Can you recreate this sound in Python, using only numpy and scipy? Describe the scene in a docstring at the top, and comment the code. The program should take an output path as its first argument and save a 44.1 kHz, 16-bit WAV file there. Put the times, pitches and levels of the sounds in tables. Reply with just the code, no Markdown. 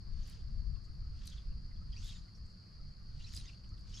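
"""A fly rod swishes five times as it is cast back and forth on a boat in a calm marsh.
Rod and line stir the air into a whoosh and a rush that brighten with speed. Lengths of line
whistle, and the line snaps against the rod and sizzles through its guide rings.
Tackle ticks, tiny bubbles plip by the hull and a chorus of insects hums on the bank.
A light breeze rumbles on the microphone, over a soft wash of marsh air and a faint low drone."""
import sys
import numpy as np
from scipy import signal
from scipy.fft import rfft, irfft
from scipy.io import wavfile
from scipy.ndimage import uniform_filter1d

SR = 44100
rng = np.random.default_rng(int(sys.argv[2]) if len(sys.argv) > 2 else 0)


def unload_audio(sound):
    """Save the sound as a 16-bit wav file, at the path given as the first command line argument."""
    columns = np.transpose(np.atleast_2d(sound))
    # keep every value between -1 and 1, then stretch to whole-number steps
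    steps = np.round(np.clip(columns, -1, 1) * 32767)
    wavfile.write(sys.argv[1], SR, steps.astype(np.int16))


N = 176400  # 4 seconds

# Strokes of the rod. Each row: fastest moment, rise time and fall time in seconds,
# line level in dB, line pitch in Hz, rod level in dB, sizzle level in dB.
STROKES = [(0.289, 0.13, 0.14, -66, 5500, -72, -77), (1.287, 0.13, 0.15, -65, 5300, -73, -81),
           (2.076, 0.12, 0.13, -59.5, 5530, -75.5, -72.5), (3.362, 0.17, 0.16, -59.5, 5400, -76.5, -71.5),
           (3.983, 0.092, 0.17, -59.5, 5450, -74.5, -92)]
# Tone of the line's rush. Each row: multiple of the line pitch, relative level in dB.
LINE_TONE = [(.1, -27.5), (.25, -9.5), (.42, -7.5), (.62, 1), (.9, 5), (1.25, -1), (1.5, -10), (1.85, -14),
             (2.6, -30)]
# Tone of the rod's whoosh. Each row: frequency in Hz, relative level in dB.
ROD_TONE = [(500, -22), (1100, -4), (1700, 1), (2300, -4.5), (3200, -1), (5000, -30)]

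def swishes():
    """Air swirls behind the thin line and, lower, behind the thick rod; faster sounds higher."""
    t, hz = grid(size=256)
    power = 0
    for fastest, rise, fall, line_db, pitch, rod_db, _ in STROKES:
        fade_db, bend = stroke_curve(t, fastest, rise, fall)
        line = look_up(LINE_TONE, hz / (pitch * bend))
        rod = look_up(ROD_TONE, hz / bend)
        for tone_db, level_db in (line, line_db), (rod, rod_db):
            tone = amp(tone_db) ** 2
            power += amp(level_db + fade_db) ** 2 * tone / np.mean(tone, axis=1, keepdims=True)
    rush = noise(np.sqrt(power), likeness=0.74, patchy_db=2, size=256)
    return rush * amp(1.7 * wander(rate_hz=108))  # the rush tears unevenly


def stroke_curve(t, fastest, rise, fall):
    """Level change in dB and pitch factor of a stroke; both peak when the rod moves fastest."""
    away = abs((t - fastest) / np.where(t < fastest, rise, fall)) ** 1.71
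    return -10 * away, 0.9 + 0.1 * np.exp(-away)


# Lengths of line that sing out, and one short ringing tick of tackle (the row at 2.353 s). # Each row: middle
# in seconds, half the length in seconds, first pitch in Hz, last pitch in Hz, level in dB.
WHISTLES = [(0.237, 0.008, 6330, 5980, -62.5), (0.283, 0.014, 3300, 1700, -71),
            (1.279, 0.0113, 4765, 3880, -60), (1.306, 0.031, 4020, 3660, -66),
            (1.327, 0.023, 3570, 2950, -59.5), (1.378, 0.027, 3930, 3150, -61.5),
            (1.517, 0.026, 2450, 2950, -76.5), (1.718, 0.021, 2151, 1950, -72.5),
            (1.764, 0.011, 3637, 3100, -75), (1.934, 0.017, 3350, 3030, -58.5),
            (1.93, 0.018, 4960, 4830, -57), (1.945, .014, 2300, 1590, -70.5),
            (1.966, 0.009, 4430, 4860, -54), (1.974, 0.029, 2200, 3100, -62.5),
            (1.981, 0.02, 5200, 6300, -60.5), (2.005, 0.022, 6000, 7000, -67),
            (2.045, 0.024, 3400, 3700, -59.5), (2.087, 0.067, 3290, 3270, -67),
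            (2.092, 0.062, 3830, 3730, -57.5), (2.112, 0.061, 3690, 2886, -64.5),
            (2.132, .016, 3000, 2630, -65.5), (2.163, 0.026, 2100, 1640, -71.5),
            (2.163, 0.028, 4030, 3400, -62), (2.165, 0.023, 7440, 6600, -67.5),
            (2.284, .02, 2150, 2000, -74), (2.353, 0.0098, 5600, 5500, -62),
            (3.243, 0.029, 1550, 2350, -76), (3.209, 0.023, 2650, 2980, -61.5),
            (3.228, .022, 3150, 3780, -68), (3.247, 0.013, 3900, 4180, -52.5),
            (3.275, 0.022, 5210, 5600, -57.5), (3.273, 0.024, 2330, 2850, -64),
            (3.288, 0.022, 2850, 3240, -70), (3.367, 0.029, 5080, 4760, -51),
            (3.376, 0.0058, 4560, 4030, -48), (3.375, 0.053, 10050, 9530, -63.5),
            (3.402, .032, 9740, 8440, -65), (3.409, 0.035, 4340, 3340, -60),
            (3.458, 0.016, 6570, 6200, -63), (3.463, 0.036, 2470, 1700, -69.5),
            (3.473, 0.024, 4080, 3330, -62), (3.481, 0.013, 5150, 4800, -56.5),
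            (3.495, 0.025, 3050, 2180, -60), (3.532, 0.029, 2850, 2700, -70),
            (3.943, 0.018, 2850, 3110, -60.5), (3.946, 0.0126, 6600, 6000, -59),
            (3.951, 0.029, 5200, 5730, -55.5), (3.971, 0.022, 6250, 6700, -58.5),
            (3.977, 0.015, 3200, 3450, -55), (3.996, 0.021, 6520, 6200, -56)]

def line_whistles():
    """The line sings as it cuts the air: clear whistles among faint random wisps."""
    out = np.zeros(N)
    for fastest, rise, fall, line_db, pitch, *_ in STROKES:
        for progress, height, strength in rng.random((24, 3)):  # 24 wisps a stroke
            middle = fastest - rise + progress * (rise + fall) + rng.normal(0, 0.027)
            fade_db, bend = stroke_curve(middle, fastest, rise, fall)
            hz = pitch * bend * (0.49 + 0.9 * height)
            glide = 0.15 * (1 - 2 * progress)  # early wisps rise, late ones fall
            wisp = whistle(0.024, hz * np.exp(-glide), hz * np.exp(glide), line_db + fade_db - 9)
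            add(out, middle, strength * wisp)
    for middle, *settings in WHISTLES:
        add(out, middle, whistle(*settings))
    return out


def whistle(half_length_s, first_hz, last_hz, db, roughness=0.86):
    """One length of line sheds tiny swirls of air: an unsteady, hissy tone gliding with its speed."""
    count = int(2 * half_length_s * SR)
    hz = np.geomspace(first_hz, last_hz, count)
    swirls, hiss = (unit(wander(width_hz / 2, count) + 1j * wander(width_hz / 2, count))
                    for width_hz in (310, 1400))
    wobble = np.sqrt(1 - roughness ** 2) + roughness * swirls + amp(-10) * hiss
    tone = (wobble * np.exp(2j * np.pi * np.cumsum(hz) / SR)).real
    swell = np.hanning(count) ** 2
    return amp(db) * unit(tone * swell) * np.sqrt(np.mean(swell ** 2))


def sizzle(clicks_per_s=1500, pitch_hz=11100):
    """The line crackles through the guides at each stroke's fastest moment: dense, bright clicks."""
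    t, hz = np.arange(N) / SR, np.fft.rfftfreq(N, 1 / SR)
    sizes = amp(1.5 * np.minimum(rng.exponential(1, N), 4))
    clicks = sizes * rng.choice([-1, 1], N) * (rng.random(N) < clicks_per_s / SR)
    octaves = np.log2((hz + 1) / pitch_hz)
    crackle = unit(irfft(rfft(clicks) * hump(octaves, width=0.42), N))
    return crackle * sum(amp(db) * hump(t - fastest, width=0.026) for fastest, *_, db in STROKES)


# The line snaps against the rod and its guides.
# Each row: middle in seconds, rough length in seconds, pitch in Hz, level in dB.
LINE_SNAPS = [(0.276, 0.0013, 12000, -58), (0.299, 0.0012, 9896, -52.5), (0.325, .0012, 12000, -66),
              (1.2575, 0.0016, 11670, -57), (1.2712, 0.0019, 9800, -49), (1.276, 0.0032, 4560, -47),
              (1.301, .004, 6455, -61), (2.047, .006, 11000, -65), (2.061, .004, 6000, -61),
              (2.081, 0.0038, 8432, -63), (2.092, 0.0027, 4300, -57), (3.333, 0.0023, 11800, -63),
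              (3.3378, 0.001, 4260, -45), (3.34, 0.0014, 2190, -56), (3.3495, 0.0026, 7500, -49.5),
              (3.366, 0.00086, 7740, -43.5), (3.3655, .001, 11500, -54), (3.368, 0.0013, 3465, -53),
              (3.376, 0.0018, 4350, -44), (3.388, .003, 10610, -65.5)]
# Faint ticks of line and tackle being handled. Each row reads like a row of LINE_SNAPS.
TACKLE_TICKS = [(0.76, 0.0088, 3000, -74), (0.848, 0.017, 6500, -76), (2.372, .022, 5550, -76),
                (2.464, .011, 6800, -77), (2.505, .03, 6756, -81), (3.645, 0.0076, 2800, -70.5),
                (3.692, 0.0019, 6000, -67), (3.779, 0.0073, 3600, -67), (3.793, 0.003, 9500, -73),
                (3.811, 0.0046, 6200, -72), (3.897, 0.0055, 6000, -67)]

def taps(rows):
    """Small knocks of line and tackle: very short bursts of noise, each around its own pitch."""
    out = np.zeros(N)
    t, hz = np.arange(-1024, 1024) / SR, np.fft.rfftfreq(2048, 1 / SR)
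    for middle, length, pitch, db in rows:
        octaves = np.log2((hz + 1) / pitch)
        tone = hump(octaves, width=0.269) + amp(-12) * hump(octaves, width=1)
        swell = hump(t, width=length / 2)
        burst = irfft(rfft(rng.standard_normal(len(t)) * swell) * tone)
        add(out, middle, amp(db) * burst * np.linalg.norm(swell) / np.linalg.norm(burst))
    return out


# Water plips by the hull. Each row: start in seconds, first pitch in Hz, level in dB.
PLIPS = [(0.763, 1050, -64), (1.815, 1266, -60), (2.796, 1250, -62.5), (3.716, 1234, -59)]

def water_plips(rise_s=0.003, ring_s=0.058, glide_per_s=4):
    """Tiny bubbles ring briefly and rise a little in pitch."""
    out = np.zeros(N)
    age = np.maximum(np.arange(-SR // 10, SR // 10) / SR, 0)  # the first half is silent
    swell = (1 - np.exp(-age / rise_s)) * amp(-60 * age / ring_s)
    for start, hz, db in PLIPS:
        cycles = hz * age * (1 + glide_per_s * age / 2)
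        add(out, start, amp(db) * swell * np.sin(2 * np.pi * cycles))
    return out


def boat_echoes(sound, delay_s=0.0029, fade_s=0.088):
    """Sound bounces briefly off the deck and the water, differently on each side."""
    t = np.arange(SR // 4) / SR
    bounces = rng.standard_normal((2, len(t))) * (rng.random((2, len(t))) < 0.1)
    bounces *= (t > delay_s) * amp(-60 * t / fade_s)
    bounces /= np.linalg.norm(bounces, axis=1, keepdims=True)
    return amp(-5.5) * signal.fftconvolve(sound[None], bounces, axes=1)[:, :N]


# Tone of the insect chorus. Each row: frequency in Hz, relative level in dB.
INSECT_TONE = [(3850, -22.5), (4050, -19.5), (4200, -9.5), (4420, -1), (4650, -2), (4950, -5.5),
               (5130, -9.5), (5330, -18.5), (5750, -25.5), (6300, -61)]

def insects():
    """Many far insects blur into one high, fluttering hum."""
    _, hz = grid(size=1024)
    in_band = (hz > INSECT_TONE[0][0]) & (hz < INSECT_TONE[-1][0])
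    tone = unit(amp(look_up(INSECT_TONE, hz)) * in_band)
    chorus = noise(tone, likeness=0.63, patchy_db=0.5, size=1024, left_db=1.6)
    flutter = amp(1.13 * wander(rate_hz=140))
    return amp(-64.5) * unit(chorus * flutter)


# Gusts of the breeze. Each row: time in seconds, relative level in dB.
GUSTS = [(0.0, -43), (0.05, -49.5), (0.09, -38.5), (0.29, -46.5), (0.41, -47.5), (0.45, -41.5),
         (0.72, -39.5), (0.87, -51), (0.92, -44), (1.08, -43.5), (1.45, -48), (1.51, -40.5), (1.63, -48),
         (1.72, -43.5), (2.1, -45.5), (2.3, -57), (2.42, -49.5), (2.65, -62), (2.86, -46.5), (2.94, -57),
         (3.04, -47.5), (3.37, -45.5), (3.6, -58.5), (3.69, -47.5), (4.0, -48.5)]
# The side the breeze strikes from. Each row: time in seconds, left minus right in dB.
BREEZE_SIDE = [(0.0, 3.5), (0.15, 10), (0.28, -4.5), (0.68, 13.5), (1.22, -2), (2.26, 3), (2.34, 0.5),
               (4.0, 0.5)]
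# Tone of the rumble. Each row: frequency in Hz, relative level in dB.
BREEZE_TONE = [(10, -6), (27, 2), (60, -1.5), (100, -10.5), (135, -13), (170, -22), (215, -26.5),
               (300, -45.5), (500, -71), (1000, -85.5)]
# How alike left and right are. Each row: frequency in Hz, likeness (0 unrelated, 1 the same).
BREEZE_LIKENESS = [(25, 0.89), (60, 0.8), (130, 0.95), (300, 0.25)]

def breeze():
    """Gusts rumble on the microphone; the deepest part leans to the side they come from."""
    _, hz = grid(size=4096)
    tone = unit(amp(look_up(BREEZE_TONE, hz)))
    rumble = noise(tone, look_up(BREEZE_LIKENESS, hz), patchy_db=1, size=4096)
    t = np.arange(N) / SR
    gust_db = np.interp(t, *np.transpose(GUSTS))
    side_db = np.interp(t, *np.transpose(BREEZE_SIDE))
    deep = irfft(rfft(rumble) * hump(np.fft.rfftfreq(N, 1 / SR), width=93), N)
    rumble += deep * (amp([side_db / 2, -side_db / 2]) - 1)
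    buffeting = amp(wander(rate_hz=10))
    return unit(rumble * buffeting) * amp(gust_db + 2)


# Tone of the distant marsh air. Each row: frequency in Hz, relative level in dB.
AIR_TONE = [(100, 9), (300, 7), (500, 1), (850, -4.5), (1150, 1.5), (1600, -1), (2400, -7.5), (3400, -11),
            (6000, -9.5), (7500, -17), (9000, -23), (10700, -15), (13000, -23.5), (14000, -33)]
# How alike left and right are. Each row: frequency in Hz, likeness (above 1 counts as 1).
AIR_LIKENESS = [(120, 1.6), (270, .5), (500, 0.2), (1200, 0.29), (2400, 0.19), (6000, 0.74), (13000, 0)]
# The side the air is louder on. Each row: frequency in Hz, left minus right in dB.
AIR_SIDE = [(30, 0.5), (60, -4.5), (110, 3), (200, -15.5), (380, -8), (700, -8), (1290, -2), (2400, 0),
            (8000, 4.5)]

def marsh_air():
    """The soft, steady wash of the open marsh."""
    _, hz = grid(size=1024)
    tone = unit(amp(look_up(AIR_TONE, hz)))
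    likeness, left_db = look_up(AIR_LIKENESS, hz), look_up(AIR_SIDE, hz)
    return amp(-69) * noise(tone, likeness, patchy_db=1.72, size=1024, left_db=left_db)


# Tone of the drone. Each row: frequency in Hz, relative level in dB.
DRONE_TONE = [(40, -14.5), (80, -6), (103, 2.5), (118, -7.5), (134, -1), (155, -10.5), (183, -2.5),
              (205, -11.5), (250, -20.5), (400, -40.5), (800, -86)]

def drone():
    """A faint, steady low drone under the gusts."""
    _, hz = grid(size=8192)
    tone = unit(amp(look_up(DRONE_TONE, hz)))
    return amp(-58) * noise(tone, likeness=0.94, patchy_db=-0.07, size=8192)


def amp(db):
    """Turns decibels into a number to multiply by."""
    return 10 ** (np.asarray(db) / 20)


def unit(x):
    """Scales a signal to an average power of 1."""
    return x / np.sqrt(np.mean(abs(x) ** 2) + 1e-30)


def hump(x, width):
    """A bell curve, 1 high where x is 0."""
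    return np.exp(-0.5 * (x / width) ** 2)


def look_up(table, x):
    """Reads between the rows of a table, giving every octave equal room."""
    at, value = np.transpose(table)
    return np.interp(np.log(x + 1e-6), np.log(at), value)


def add(mix, middle_s, sound):
    """Mixes in a sound with its middle at the given time."""
    part = mix[max(round(middle_s * SR) - len(sound) // 2, 0):][:len(sound)]
    part += sound[:len(part)]


def wander(rate_hz, size=N):
    """A smooth random wobble with an average power of 1."""
    hz = np.fft.rfftfreq(size, 1 / SR)
    return unit(irfft(rfft(rng.standard_normal(size)) * hump(hz, rate_hz), size))


def grid(size):
    """Times (a column) and frequencies (a row) for overlapping slices of size samples."""
    step = size // 4
    return np.arange(N // step + 5)[:, None] * step / SR, np.fft.rfftfreq(size, 1 / SR)


def noise(gain, likeness, patchy_db, size, left_db=0):
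    """Stereo noise shaped by gain over time and frequency, with random louder and softer patches."""
    t, hz = grid(size)
    a, b, c, d, patches = rng.standard_normal((5, len(t), len(hz)))
    patches = unit(uniform_filter1d(uniform_filter1d(patches, size=7, axis=0), size=5, axis=1))
    shared = np.clip(likeness, -1, 1)
    left = a + 1j * b
    right = shared * left + np.sqrt(1 - shared ** 2) * (c + 1j * d)
    slices = np.array([left * amp(left_db / 2), right * amp(-left_db / 2)])
    slices *= gain * amp(patchy_db * patches)
    _, sound = signal.istft(slices, nperseg=size, noverlap=size - size // 4, time_axis=1, freq_axis=2)
    return sound[:, :N] * np.sqrt(3 / size)


def scene():
    """The casts ahead, the marsh all around."""
    near = line_whistles() + sizzle() + taps(LINE_SNAPS) + taps(TACKLE_TICKS) + water_plips()
    return swishes() + near + boat_echoes(near) + insects() + marsh_air() + drone() + breeze()


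# Tone of the microphone. Each row: frequency in Hz, level change in dB.
MIC_TONE = [(8000, -0.5), (12000, -5), (13500, -6), (15000, -15)]

def record(dry):
    """The microphone softens the treble, and the very highest sounds are cut off."""
    softened = irfft(rfft(dry) * amp(look_up(MIC_TONE, np.fft.rfftfreq(N, 1 / SR))), N)
    treble_cut = signal.firwin(511, cutoff=15200, window=("kaiser", 9), fs=SR)
    return signal.oaconvolve(softened, treble_cut[None], "same")


dry = scene()
out = record(dry)
unload_audio(out)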